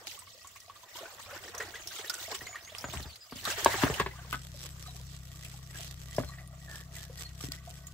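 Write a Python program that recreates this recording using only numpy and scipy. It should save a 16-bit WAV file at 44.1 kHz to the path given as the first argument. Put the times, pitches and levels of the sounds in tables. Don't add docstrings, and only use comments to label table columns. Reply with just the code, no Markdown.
import sys
import numpy as np
from scipy import signal
from scipy.fft import rfft, irfft, next_fast_len
from scipy.io import wavfile
from scipy.ndimage import uniform_filter1d, map_coordinates

SR = 44100
rng = np.random.default_rng(int(sys.argv[2]) if len(sys.argv) > 2 else 0)


def convert_level_to_amplitude(level_db):
    exponent = np.asarray(level_db, float) / 20
    return 10 ** exponent


def unload_audio(sound):
    columns = np.transpose(np.atleast_2d(sound))
    steps = np.round(np.clip(columns, -1, 1) * 32767)
    wavfile.write(sys.argv[1], SR, steps.astype(np.int16))


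N = 349713
TIME = np.arange(N) / SR
RUSTLE_S = 4.3

# [t/s, cycle rate/Hz, level/dB]
ENGINE_COURSE = [(4.05, 31.97, -48), (4.64, 32.47, -47), (4.82, 32.33, -47), (5.01, 32.8, -46.5),
                 (5.31, 32.46, -48), (6.1, 32.38, -47), (6.59, 32.96, -48.5), (7.29, 32.56, -47.5),
                 (7.93, 33.1, -49.5)]


def unit(x):
    return x / np.sqrt(np.mean(x ** 2) + 1e-20)


def along(points, hz):
    f, v = np.transpose(points)
    return np.interp(np.log(hz + 1), np.log(f + 1), v)


def curves(rows):
    s, *cols = np.transpose(rows)
    return [np.interp(TIME, s, c) for c in cols]


def wobble(rate_hz):
    knots = rng.standard_normal(int(N * rate_hz / SR) + 4)
    return map_coordinates(knots, [TIME * rate_hz])


def filtered(x, response):
    m = next_fast_len(N + SR // 2)
    return irfft(rfft(x, m) * response(np.fft.rfftfreq(m, 1 / SR)), m)[..., :N]


def resonance(f, hz, width_hz):
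    return 1j * f * width_hz / (hz * hz - f * f + 1j * f * width_hz)


def panned(x, db):
    return np.array([x * convert_level_to_amplitude(db / 2), x * convert_level_to_amplitude(-db / 2)])


def rush(spectrum, source):
    # [f/Hz, likeness]
    likeness = [(60, 0.95), (300, 0.41), (1000, 0.046), (3000, 0.087), (15000, 0.015)]

    def response(hz):
        angle = np.arccos(np.clip(along(likeness, hz), -1, 1)) / 2
        return convert_level_to_amplitude(along(spectrum, hz)) * [np.cos(angle), np.sin(angle)]

    mid, side = filtered(source, response)
    return unit(np.array([mid + side, mid - side]))


def patchy(depth_db):
    z = signal.stft(rng.standard_normal((2, N)), nperseg=256)[2]
    field = uniform_filter1d(rng.standard_normal(z.shape[1:]), size=7, axis=0)
    field = uniform_filter1d(field, size=5, axis=1)
    return signal.istft(z * convert_level_to_amplitude(depth_db * unit(field)), nperseg=256)[1][:, :N]


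def add(track, s, sound):
    spot = track[..., round(s * SR):][..., :sound.shape[-1]]
    spot += sound[..., :spot.shape[-1]]


def swells(times, hold, db, rise, fade):
    grid = TIME[::32]
    power = 0
    for s, stay, level, up, down in np.broadcast(times, hold, db, rise, fade):
        before = (s - grid) / abs(up)
        after = (grid - s - stay) / abs(down)
        below = np.maximum(np.maximum(before, after), 0)
        power = power + convert_level_to_amplitude(2 * (level - 20 * below))
    return np.interp(TIME, grid, np.sqrt(power))


def arch(s, length, hz, db, edge_db, glide_hz=0, sag=0):
    u = np.linspace(-1, 1, 9)
    pitch = hz * (1 - sag * u ** 2) + glide_hz * u / 2
    return np.transpose([s + length * (u + 1) / 2, pitch, db - edge_db * u ** 2])


def gated(call):
    hz, db = curves(call)
    gate = np.clip(np.minimum(TIME - call[0][0], call[-1][0] - TIME) / 0.0028, 0, 1)
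    return 2 * np.pi * np.cumsum(hz) / SR, convert_level_to_amplitude(db) * gate


def yard(x):
    # [f/Hz, t60/s]
    decay = [(200, 0.18), (2000, 0.15), (10000, 0.17)]
    hz, t, z = signal.stft(rng.standard_normal((2, SR // 2)), SR, nperseg=256)
    tail = signal.istft(z * convert_level_to_amplitude(-60 * t / along(decay, hz)[:, None]), SR, nperseg=256)[1]
    tail = tail / np.linalg.norm(tail[0])
    return signal.fftconvolve(np.pad(x, (200, 0))[None], tail, axes=1)[:, :N]


def air():
    # [f/Hz, relative density/dB]
    spectrum = [(88, -8), (150, -28), (406, -4.5), (649, 4), (821, -3.5), (1240, 4), (1530, -1), (1940, -4),
                (3350, -5.5), (7620, -2.5), (8900, -17), (14800, -8), (16000, -17)]
    return convert_level_to_amplitude(-63 + 1.6 * wobble(8.4)) * rush(spectrum, patchy(4.5))


def rumble():
    # [t/s, level/dB]
    course = [(0, -64.5), (.84, -71), (1.15, -69), (1.2, -60.5), (1.75, -59), (2.08, -69), (2.45, -57),
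              (2.55, -67), (2.8, -60), (2.83, -58), (3.014, -47), (3.13, -61), (3.17, -69), (3.3, -74),
              (3.33, -55.5), (3.878, -48), (4.05, -49)]
    # [f/Hz, relative density/dB]
    spectrum = [(12, -50), (20, -19), (102, 3.5), (124, -5.5), (140, -44), (166, -8.5), (242, -15),
                (300, -18), (390, -27), (660, -120)]
    db, = curves(course)
    throb_db = 2.4 * np.sin(2 * np.pi * 36.0 * TIME + 2.0 * wobble(6.0))
    noise = rush(spectrum, rng.standard_normal((2, N)))
    return (TIME < ENGINE_COURSE[0][0]) * convert_level_to_amplitude(db + throb_db) * noise


def engine():
    # [multiple of cycle rate, relative level/dB]
    orders = [(1, -10), (2, 5.5), (3, -3.5), (4, 3.5), (5, -1), (6, -21.5), (8, -26.5)]
    hz, db = curves(ENGINE_COURSE)
    phase = 2 * np.pi * np.cumsum(hz) / SR
    tones = 0
    for k, level_db in orders:
        gain = convert_level_to_amplitude(level_db + 0.69 * wobble(2.52))
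        tones = tones + gain * np.sin(k * phase + 0.61 * wobble(12.0) + 0.4 * k)
    noise = filtered(rng.standard_normal(N), lambda f: resonance(f, 99, 106) ** 2)
    return (TIME > ENGINE_COURSE[0][0]) * convert_level_to_amplitude(db) * (unit(tones) + 0.29 * unit(noise))


def whine():
    # [t/s, f/Hz, level/dB]
    course = [(7.5, 1497, -58), (7.6, 1506, -71), (7.93, 1506, -69)]
    phase, level = gated(course)
    return level * np.sin(phase + 1.1 * wobble(40))


def trickle():
    # [t/s, level/dB]
    course = [(0, -72.5), (2.5, -64), (3.1, -70), (4.3, -74.5), (5.3, -69), (6.1, -66.5), (6.4, -60.5),
              (6.5, -67), (6.7, -65), (7.93, -67.5)]
    # [f/Hz, width/Hz, level/dB]
    pipe = [(671, 66, -3.3), (1160, 57, -3.6), (1920, 47, -2)]
    drips_per_s = 110
    db, = curves(course)
    hit = rng.random(N) < drips_per_s / SR
    rings = 0
    for hz, width_hz, level_db in pipe:
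        push = (hit * convert_level_to_amplitude(3 * wobble(30)) + .018) * rng.standard_normal(N)
        ring = filtered(push, lambda f: resonance(f, hz, width_hz) * resonance(f, hz, 3.1 * width_hz))
        rings = rings + convert_level_to_amplitude(level_db) * unit(ring)
    return convert_level_to_amplitude(db) * rings


def birds():
    # [t/s, length/s, middle f/Hz, glide/Hz, share by which the ends sag, level/dB]
    peeps = [(2.256, 0.1, 7300, 500.5, .04, -53), (2.466, .09, 6900, -150, 0.027, -47.5),
             (2.608, 0.1, 6430, 1502, .085, -51.5), (2.819, 0.047, 7000, -100, 0.016, -48),
             (2.86, 0.08, 6500, -500, 0.0045, -56), (3.048, 0.1, 4600, -1150, .005, -53),
             (3.203, 0.051, 4950, -200, 0.0046, -51), (4.848, 0.08, 3960, -200, .02, -53),
             (6.249, 0.067, 4200, -300, .02, -56), (7.246, 0.024, 4370, -300, .02, -44)]
    # [t/s, length/s, throat f/Hz, level/dB]
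    murmurs = [(5.738, 0.027, 1660, -48), (6.673, 0.099, 1752, -52.5), (6.752, 0.0817, 1763, -55),
               (6.932, 0.15, 1778, -59.5)]
    peep_edge_db, murmur_edge_db = 12, 5
    out = np.zeros(N)
    for s, length, hz, glide_hz, sag, db in peeps:
        phase, level = gated(arch(s, length, hz, db, peep_edge_db, glide_hz, sag))
        out += level * convert_level_to_amplitude(3.5 * wobble(70)) * np.sin(phase + .9 * wobble(350))
    for call in murmurs:
        phase, level = gated(arch(*call, murmur_edge_db, glide_hz=-39, sag=0.027))
        rasp = wobble(190) * np.sin(phase) + wobble(190) * np.cos(phase)
        rasp += 0.35 * wobble(3800) + .25 * wobble(150) * np.sin(.82 * phase)
        out += level * convert_level_to_amplitude(3.5 * wobble(50)) * rasp
    return out


def swishes():
    # [t/s, length/s, middle f/Hz, glide/Hz, level/dB]
    moves = [(4.546, 0.15, 4120, -1200, -54), (5.07, 0.11, 4160, -700, -53.5),
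             (5.728, 0.2, 3240, 2799.5, -50.5)]
    edge_db = 7
    out = np.zeros((2, N))
    for s, length, hz, glide_hz, db in moves:
        phase, level = gated(arch(s, length, hz, db, edge_db, glide_hz))
        noise = np.array([wobble(1800) * np.sin(phase), wobble(2000) * np.cos(phase)])
        out += level * convert_level_to_amplitude(1.3 * wobble(60)) * noise
    return out


def rustle():
    strokes = [(4.336, 0.016, -49, 1, -0.07), (4.637, 0.031, -48, 0.1, -0.02),
               (4.82, 0.026, -56.5, 1.2, -0.3), (5.11, 0.03, -56, -9, 0.8),
               (5.45, 0.0068, -50, -0.23, 0.37), (5.79, 0.079, -47.5, 0.2, 0.12),
               (5.977, 0.024, -54, 0, 0.55), (6.168, 0.0085, -49, -0.18, 0.3),
               (6.764, 0.033, -49.5, 0.26, 0.06), (6.961, 0.082, -48.5, 0.06, 0.03),
               (7.195, 0.0081, -45.5, -0.04, 0.11), (7.426, 0.041, -43.5, 0.08, 0.03),
               (7.521, 0.0097, -45, 0.03, 0.07), (7.708, 0.012, -54.5, 0.2, 0.3)]
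    # [f/Hz, relative density/dB]
    leaf_spectrum = [(180, -66), (300, -6.5), (1040, -11.5), (1900, -7), (2170, -8), (3350, -5.5),
                     (7820, -7), (8940, -12.5), (15000, -11.5), (16000, -35)]
    # [f/Hz, width/Hz, level/dB]
    blade = [(3300, 500, -14.5), (5500, 570, -12), (7800, 310, -9)]
    grains_per_s = 130
    stroke = swells(*np.transpose(strokes))
    grains = 22 * (rng.random(N) < grains_per_s / SR) * rng.standard_normal((2, N))
    grit = patchy(2.6) * convert_level_to_amplitude(1.6 * wobble(400) + 1.5 * wobble(70)) + grains
    rings = 0
    for hz, width_hz, db in blade:
        ring = unit(filtered(grit, lambda f: resonance(f, hz, width_hz) ** 2))
        rings = rings + convert_level_to_amplitude(db + 3.65 * wobble(35)) * ring
    fidget = convert_level_to_amplitude(-64 + 3 * wobble(7))
    return (TIME >= RUSTLE_S) * (np.hypot(fidget, stroke) * rush(leaf_spectrum, grit) + stroke * rings)


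def knocks():
    # [t/s, level/dB, relative thud/dB, relative clack/dB, strongest mode f/Hz]
    blows = [(2.416, -45, -2.5, -2, 85), (2.841, -44.5, 7, 15, 620), (2.885, -48, 7, 2, 624),
             (2.935, -42.5, 0, 8.5, 690), (2.945, -41.5, -4, -3, 79.5), (2.959, -49, 14.5, -9, 77),
             (2.999, -44, 8, 2, 62.5), (3.054, -46.5, 5, -3, 72), (3.322, -41.5, -1, 4.5, 245),
             (3.356, -51, 5.5, -3, 247), (3.474, -41.5, -9.5, 13, 616), (3.6591, -6, -41, -9, 911),
             (3.741, -37, -7, 11, 407), (3.834, -16, -7.5, -3, 277), (3.864, -30.5, -10, -7, 636),
             (3.898, -31.5, 3, 1, 433), (3.998, -34, 0, 15.5, 396), (4.01, -36.5, 4, 11.5, 63),
             (4.061, -37.5, -1.5, 13, 384), (4.327, -50, 3.5, 21, 1454), (4.336, -52, 8, 19.5, 2050),
             (4.343, -52, 13, 22, 1330), (6.182, -20, -5, -10, 618), (6.198, -35, 0, -3.5, 259),
             (6.234, -38, -2, -0.5, 73), (7.437, -45, 11, -12.5, 300), (7.484, -48.5, 8, -26, 280)]
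    # [f/Hz, level/dB, relative ring time]
    modes = [(50, -2, 2.9), (72, 0, 2.4), (110, 1.5, 2.04), (151, 6, 1.68), (259, 5.5, 0.81),
             (401, 3.5, 0.93), (633, 5, 0.49), (950, -1, 0.65), (1150, 1.5, 0.82), (1600, -5, 1.04),
             (2062, -10.5, 0.8), (2730, -10.5, 0.57)]
    base_t60_s, swell_cycles = 0.033, 0.69
    out, t = np.zeros(N), np.arange(SR // 3) / SR
    hz, level_db, life = np.transpose(modes)[:, :, None]
    sign = (-1) ** np.arange(len(modes))[:, None]
    for s, db, thud_db, clack_db, main_hz in blows:
        draw = rng.standard_normal((2, len(modes), 1))
        near = np.exp(-(np.log(hz / main_hz) / 0.2) ** 2)
        pitch = hz * (main_hz / hz) ** near * (1 + 0.038 * draw[1] * (1 - near))
        contact_db = along([(200, thud_db), (500, 0), (1100, clack_db)], hz)
        gain_db = level_db + contact_db + 9 * near + 2.06 * draw[0] * (1 - near)
        t60_s = base_t60_s * life * (1 + 0.5 * near)
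        ring = convert_level_to_amplitude(gain_db - 60 * t / t60_s) * np.sin(2 * np.pi * pitch * t)
        ring = ring * sign * (1 - np.exp(-t * pitch / swell_cycles)) ** 2
        noise = uniform_filter1d(rng.standard_normal(len(t)), size=7)
        noise = unit(uniform_filter1d(noise, size=4)) / 2
        scrape = 1.17 * convert_level_to_amplitude(clack_db - 60 * t / 0.054) * noise
        add(out, s, convert_level_to_amplitude(db) * (ring.sum(0) + scrape) * (1 - np.exp(-t / 0.0014)))
    return out


def ticks():
    # [t/s, peak/dB, bright spot f/Hz, t60/s]
    snaps = [(0.0702, -27, 2420, 0.021), (0.1897, -38, 8000, 0.078), (0.4724, -40, 6950, 0.046),
             (0.559, -42.5, 2340, 0.09), (0.602, -42, 5470, 0.047), (.9693, -37, 5460, 0.039),
             (1.2007, -42.5, 4030, .04), (1.3096, -40.5, 2640, 0.11), (1.549, -33, 5500, 0.048),
             (1.5793, -30.5, 6150, 0.072), (0.377, -45, 5000, .05), (2.648, -40, 4440, 0.034),
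             (1.8724, -29, 5530, 0.062), (2.097, -23, 5070, 0.049), (2.14, -28.5, 7800, 0.034),
             (2.2274, -33, 3570, 0.033), (2.347, -29, 3300, 0.045), (2.783, -30.5, 5100, 0.069),
             (2.809, -37, 5610, 0.07), (2.931, -35.5, 7600, 0.14), (3.027, -35, 4360, 0.046),
             (3.158, -38.5, 4560, 0.044), (3.31, -41, 4670, 0.11), (3.442, -27.5, 6300, 0.022),
             (3.452, -22, 3750, 0.069), (3.6464, -14.5, 6360, 0.014), (3.94, -26.5, 2980, 0.08),
             (3.9983, -24.5, 2600, 0.026), (4.327, -28, 2630, 0.065), (5.448, -37, 2730, 0.066),
             (5.756, -45, 8500, 0.034), (6.475, -45.5, 9400, 0.041), (6.756, -40, 5500, .04),
             (6.1633, -32, 5360, 0.065), (6.965, -35.5, 7140, 0.044), (7.1788, -38, 4480, .04),
             (7.415, -40, 7840, 0.053), (7.5198, -26, 4970, 0.017), (7.6934, -43, 7800, 0.037),
             (7.8685, -34.5, 7000, 0.064)]
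    out, t = np.zeros((2, N)), np.arange(SR // 10) / SR
    f = np.fft.rfftfreq(len(t), 1 / SR)
    for s, db, hz, t60 in snaps:
        noise = 0.8 * rng.standard_normal(len(t)) + rng.standard_normal((2, len(t)))
        tone = 0.5 * resonance(f, 6500, 14000) + 4 * resonance(f, hz, 30 / t60)
        snap = irfft(rfft(convert_level_to_amplitude(-60 * t / t60) * noise) * tone)
        add(out, s, convert_level_to_amplitude(db) * snap / np.abs(snap.mean(0)).max())
    return out


def bubble(t, hz, t60, rise, swell):
    ring = np.sin(2 * np.pi * hz * t * (1 + rise * t / t60))
    return ring * convert_level_to_amplitude(-60 * t / t60) * (1 - np.exp(-t / swell))


def bubbles():
    # [t/s, level/dB, f/Hz]
    drops = [(.049, -42, 620), (.22, -43, 980), (0.271, -42.5, 1102), (.345, -45, 500), (.375, -46, 610),
             (.446, -37, 1070), (.557, -41.5, 1095), (.679, -44.5, 670), (.696, -33, 1092),
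             (0.758, -40.5, 1140), (0.833, -40.5, 964), (.953, -36, 925), (0.984, -36, 1070),
             (1.03, -31, 620), (1.054, -32.5, 1460), (1.189, -40, 1075), (1.29, -36, 1280),
             (1.305, -33, 1410), (1.309, -43, 476), (1.345, -38, 556), (1.46, -46, 407),
             (1.492, -39.5, 450), (1.545, -39, 420), (1.362, -35, 1750), (1.478, -33, 1765),
             (1.544, -34, 1017), (1.601, -22, 1785), (1.605, -36, 443), (1.617, -27, 1850),
             (1.739, -31, 1585), (1.755, -29.5, 1920), (1.612, -39, 680), (1.365, -33, 1450),
             (1.745, -40, 444), (1.7525, -34, 3340), (1.909, -36, 1490), (1.986, -28, 3170),
             (2.043, -28.5, 1770), (2.0783, -31, 3750), (2.098, -23.5, 1394), (2.136, -29, 1435),
             (2.18, -35, 1380), (2.2279, -48, 3560), (2.279, -30.5, 636), (2.318, -32, 427),
             (2.408, -30, 1840), (2.468, -28.5, 2040), (2.49, -38.5, 685), (2.528, -34.5, 2150),
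             (2.544, -32, 1150), (2.555, -24.5, 1794), (2.674, -35.5, 2050), (2.697, -37, 3300),
             (2.72, -36.5, 602), (2.749, -38, 1120), (2.842, -38, 535), (3.025, -45, 3870),
             (3.382, -34, 2870), (3.454, -27, 1125), (3.499, -25, 1530), (3.51, -23, 2600),
             (3.714, -20, 1930), (3.795, -27, 2660), (4.109, -33.5, 1926), (4.135, -42, 1000),
             (4.155, -40, 1160), (4.185, -41, 1110), (4.19, -38, 1505), (4.245, -43, 1105),
             (4.187, -40, 685), (4.542, -39, 573), (4.644, -43, 510), (4.65, -42, 1095), (4.89, -49, 955),
             (4.995, -50, 950), (4.837, -45, 1180), (4.86, -38, 1195), (4.88, -40.5, 704),
             (4.945, -46.5, 715), (5.0, -49, 490), (5.43, -40.5, 1920), (5.54, -44.5, 786),
             (5.793, -37, 660), (6.121, -37.5, 1894), (6.291, -36, 1103), (6.335, -36, 1873),
             (6.384, -34, 1870), (6.961, -36, 1908), (7.097, -36, 493), (7.185, -38, 1843),
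             (7.403, -41, 1160), (7.533, -35, 1864), (7.578, -41, 1910), (7.674, -34, 675)]
    out, t = np.zeros(N), np.arange(SR // 10) / SR
    f = np.fft.rfftfreq(len(t), 1 / SR)
    for s, db, hz in drops:
        rough = 1 + 1.02 * uniform_filter1d(rng.standard_normal(len(t)), size=24)
        noise = rng.standard_normal(len(t)) * convert_level_to_amplitude(-60 * t / 0.15)
        splash = irfft(rfft(noise) * resonance(f, hz, 0.42 * hz))
        t60_s = .052 * min(1, np.sqrt(1100 / hz))
        ring = rough * bubble(t, hz, t60_s, rise=.1, swell=.004)
        add(out, s, convert_level_to_amplitude(db) * (ring + .5 * splash))
    return out


def fizz(per_s, hz, spread, cycles, scatter_db, size=700):
    n, t = int(per_s * RUSTLE_S), np.arange(size) / SR
    draw = rng.random((n, 2))
    pitch = np.clip(hz * np.exp(spread * rng.standard_normal((n, 1))), 340, 9000)
    gain = convert_level_to_amplitude(-scatter_db * np.log(draw[:, 1:] + .02))
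    sound = bubble(t, pitch, cycles / pitch, rise=.04, swell=.003) * gain
    at = (draw[:, :1] * RUSTLE_S * SR).astype(int) + np.arange(len(t))
    return np.resize(unit(np.bincount(at.ravel(), sound.ravel())), N)


def stirring():
    # [t/s, hiss/dB, body/dB]
    flow = [(0, -58, -57), (.46, -57.5, -88), (.75, -59.5, -70), (1.0, -56, -55.5), (1.25, -58.5, -57.5),
            (1.35, -53, -49), (1.41, -55, -57), (1.48, -49.5, -48.5), (1.58, -56.5, -63),
            (1.68, -52.5, -52.5), (2.1, -47.5, -64), (2.42, -52.5, -62.5), (2.62, -56, -65),
            (2.85, -50, -53.5), (3.05, -54, -53), (3.22, -59, -78), (3.42, -51, -59), (3.46, -39.5, -37),
            (3.515, -33, -34), (3.555, -43.5, -42.5), (3.595, -35, -36.5), (3.635, -38, -38.5),
            (3.745, -35.5, -30.5), (3.79, -37.5, -36), (3.98, -44.5, -39.5), (4.04, -52.5, -49.5),
            (4.3, -54.5, -55)]
    # [peak t/s, hiss/dB, body/dB, fade/(s per 20 dB), sign unused]
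    sloshes = [(0.075, -42, -50.5, -0.16), (.888, -53, -76, -1), (.958, -54, -52, 0.2),
               (1.199, -45, -52.5, 0.13), (1.306, -51.5, -48, 0.2), (1.547, -58, -43, 0.13),
               (1.606, -46.5, -35, 0.05), (1.625, -42, -40.5, -0.05), (1.92, -48, -55, 0.24),
               (1.99, -48.5, -46, 0.25), (2.1, -58, -55, 0), (2.14, -43, -56, 0.17),
               (2.195, -42.5, -47.5, 0.14), (2.317, -43.5, -35, 0.0358), (2.353, -36.5, -42.5, 0.0462),
               (2.42, -48, -47, 0.08), (2.471, -44, -48, 0), (2.75, -53, -55, 0.14),
               (2.936, -46, -47, 0.15), (3.36, -50.5, -61, 0.5), (3.672, -55, -35.5, 0.26),
               (3.824, -34, -27, 0.07), (4.003, -37, -27.5, 0.0252)]
    # [f/Hz, relative density/dB]
    hiss_spectrum = [(1180, -26), (2000, -11), (2200, -6.5), (2440, -13), (2910, -5.5), (7770, -7),
                     (9660, -16), (13900, -14), (16000, -11)]
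    # [f/Hz, relative density/dB]
    body_spectrum = [(120, -43), (200, -12), (337, -21.5), (389, -16.5), (775, -5.5), (1860, 6.5),
                     (2260, -4), (4500, -11), (5850, -26), (9900, -120)]
    pour_s, rise_s_per_20db = 3.43, 0.018
    hiss_db, body_db = curves(flow)
    s, slosh_hiss_db, slosh_body_db, fade = np.transpose(sloshes)
    hiss_gain = np.hypot(convert_level_to_amplitude(hiss_db), swells(s, 0, slosh_hiss_db, rise_s_per_20db, fade))
    body_gain = np.hypot(convert_level_to_amplitude(body_db), swells(s, 0, slosh_body_db, rise_s_per_20db, fade))
    sloshing = TIME < pour_s
    bubbly = np.where(sloshing, 1, .5)

    spray = []
    for port in range(2):
        coarse = fizz(90, 3100, 0.33, 50, scatter_db=3.5, size=1100)
        fine = fizz(60, 6000, .4, 6, scatter_db=5, size=200)
        spray.append(coarse + .8 * fine)
    noise = np.where(sloshing, patchy(4.4), patchy(2.65)) * convert_level_to_amplitude(1.1 * wobble(250))
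    hiss = rush(hiss_spectrum, noise) + 0.4 * bubbly * np.array(spray)

    gurgle = 0.8 * fizz(600, 1150, 0.52, 22, scatter_db=1.6)
    gurgle += 0.55 * fizz(110, 1200, .5, 45, scatter_db=2.2, size=2200)
    body = 0.6 * rush(body_spectrum, patchy(4.4)) + 0.75 * bubbly * gurgle

    mix = hiss_gain * convert_level_to_amplitude(2.1 * bubbly * wobble(30)) * hiss
    mix += body_gain * convert_level_to_amplitude(2.6 * bubbly * wobble(30)) * body
    return (TIME < RUSTLE_S) * mix


def scene():
    near = panned(bubbles(), -0.29) + panned(knocks(), 1.6)
    far = trickle() + birds() + whine()
    echo = yard(convert_level_to_amplitude(-9.5) * near.mean(0) + convert_level_to_amplitude(-6) * far)
    background = air() + rumble() + panned(engine(), 2.85)
    handling = stirring() + rustle() + swishes() + ticks()
    return near + far + echo + background + handling


def roll_off(x):
    return signal.sosfilt(signal.butter(12, 16630, fs=SR, output="sos"), x)


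def record(dry):
    # [t/s, lag/s]
    left_lag = [(0, 0), (3.9, 0), (4.0, -.00008)]
    top_hz = 15750
    lag_s, = curves(left_lag)
    left = map_coordinates(dry[0], [np.arange(N) - lag_s * SR], order=3, mode="nearest")

    def tilt(hz):
        treble_db = along([(1500, 0), (8000, 0.94)], hz)
        return convert_level_to_amplitude(treble_db * np.array([[-1], [1]])) * (hz < top_hz)

    mix = filtered(np.array([left, dry[1]]), tilt)
    return roll_off(mix)


dry = scene()
out = record(dry)
unload_audio(out)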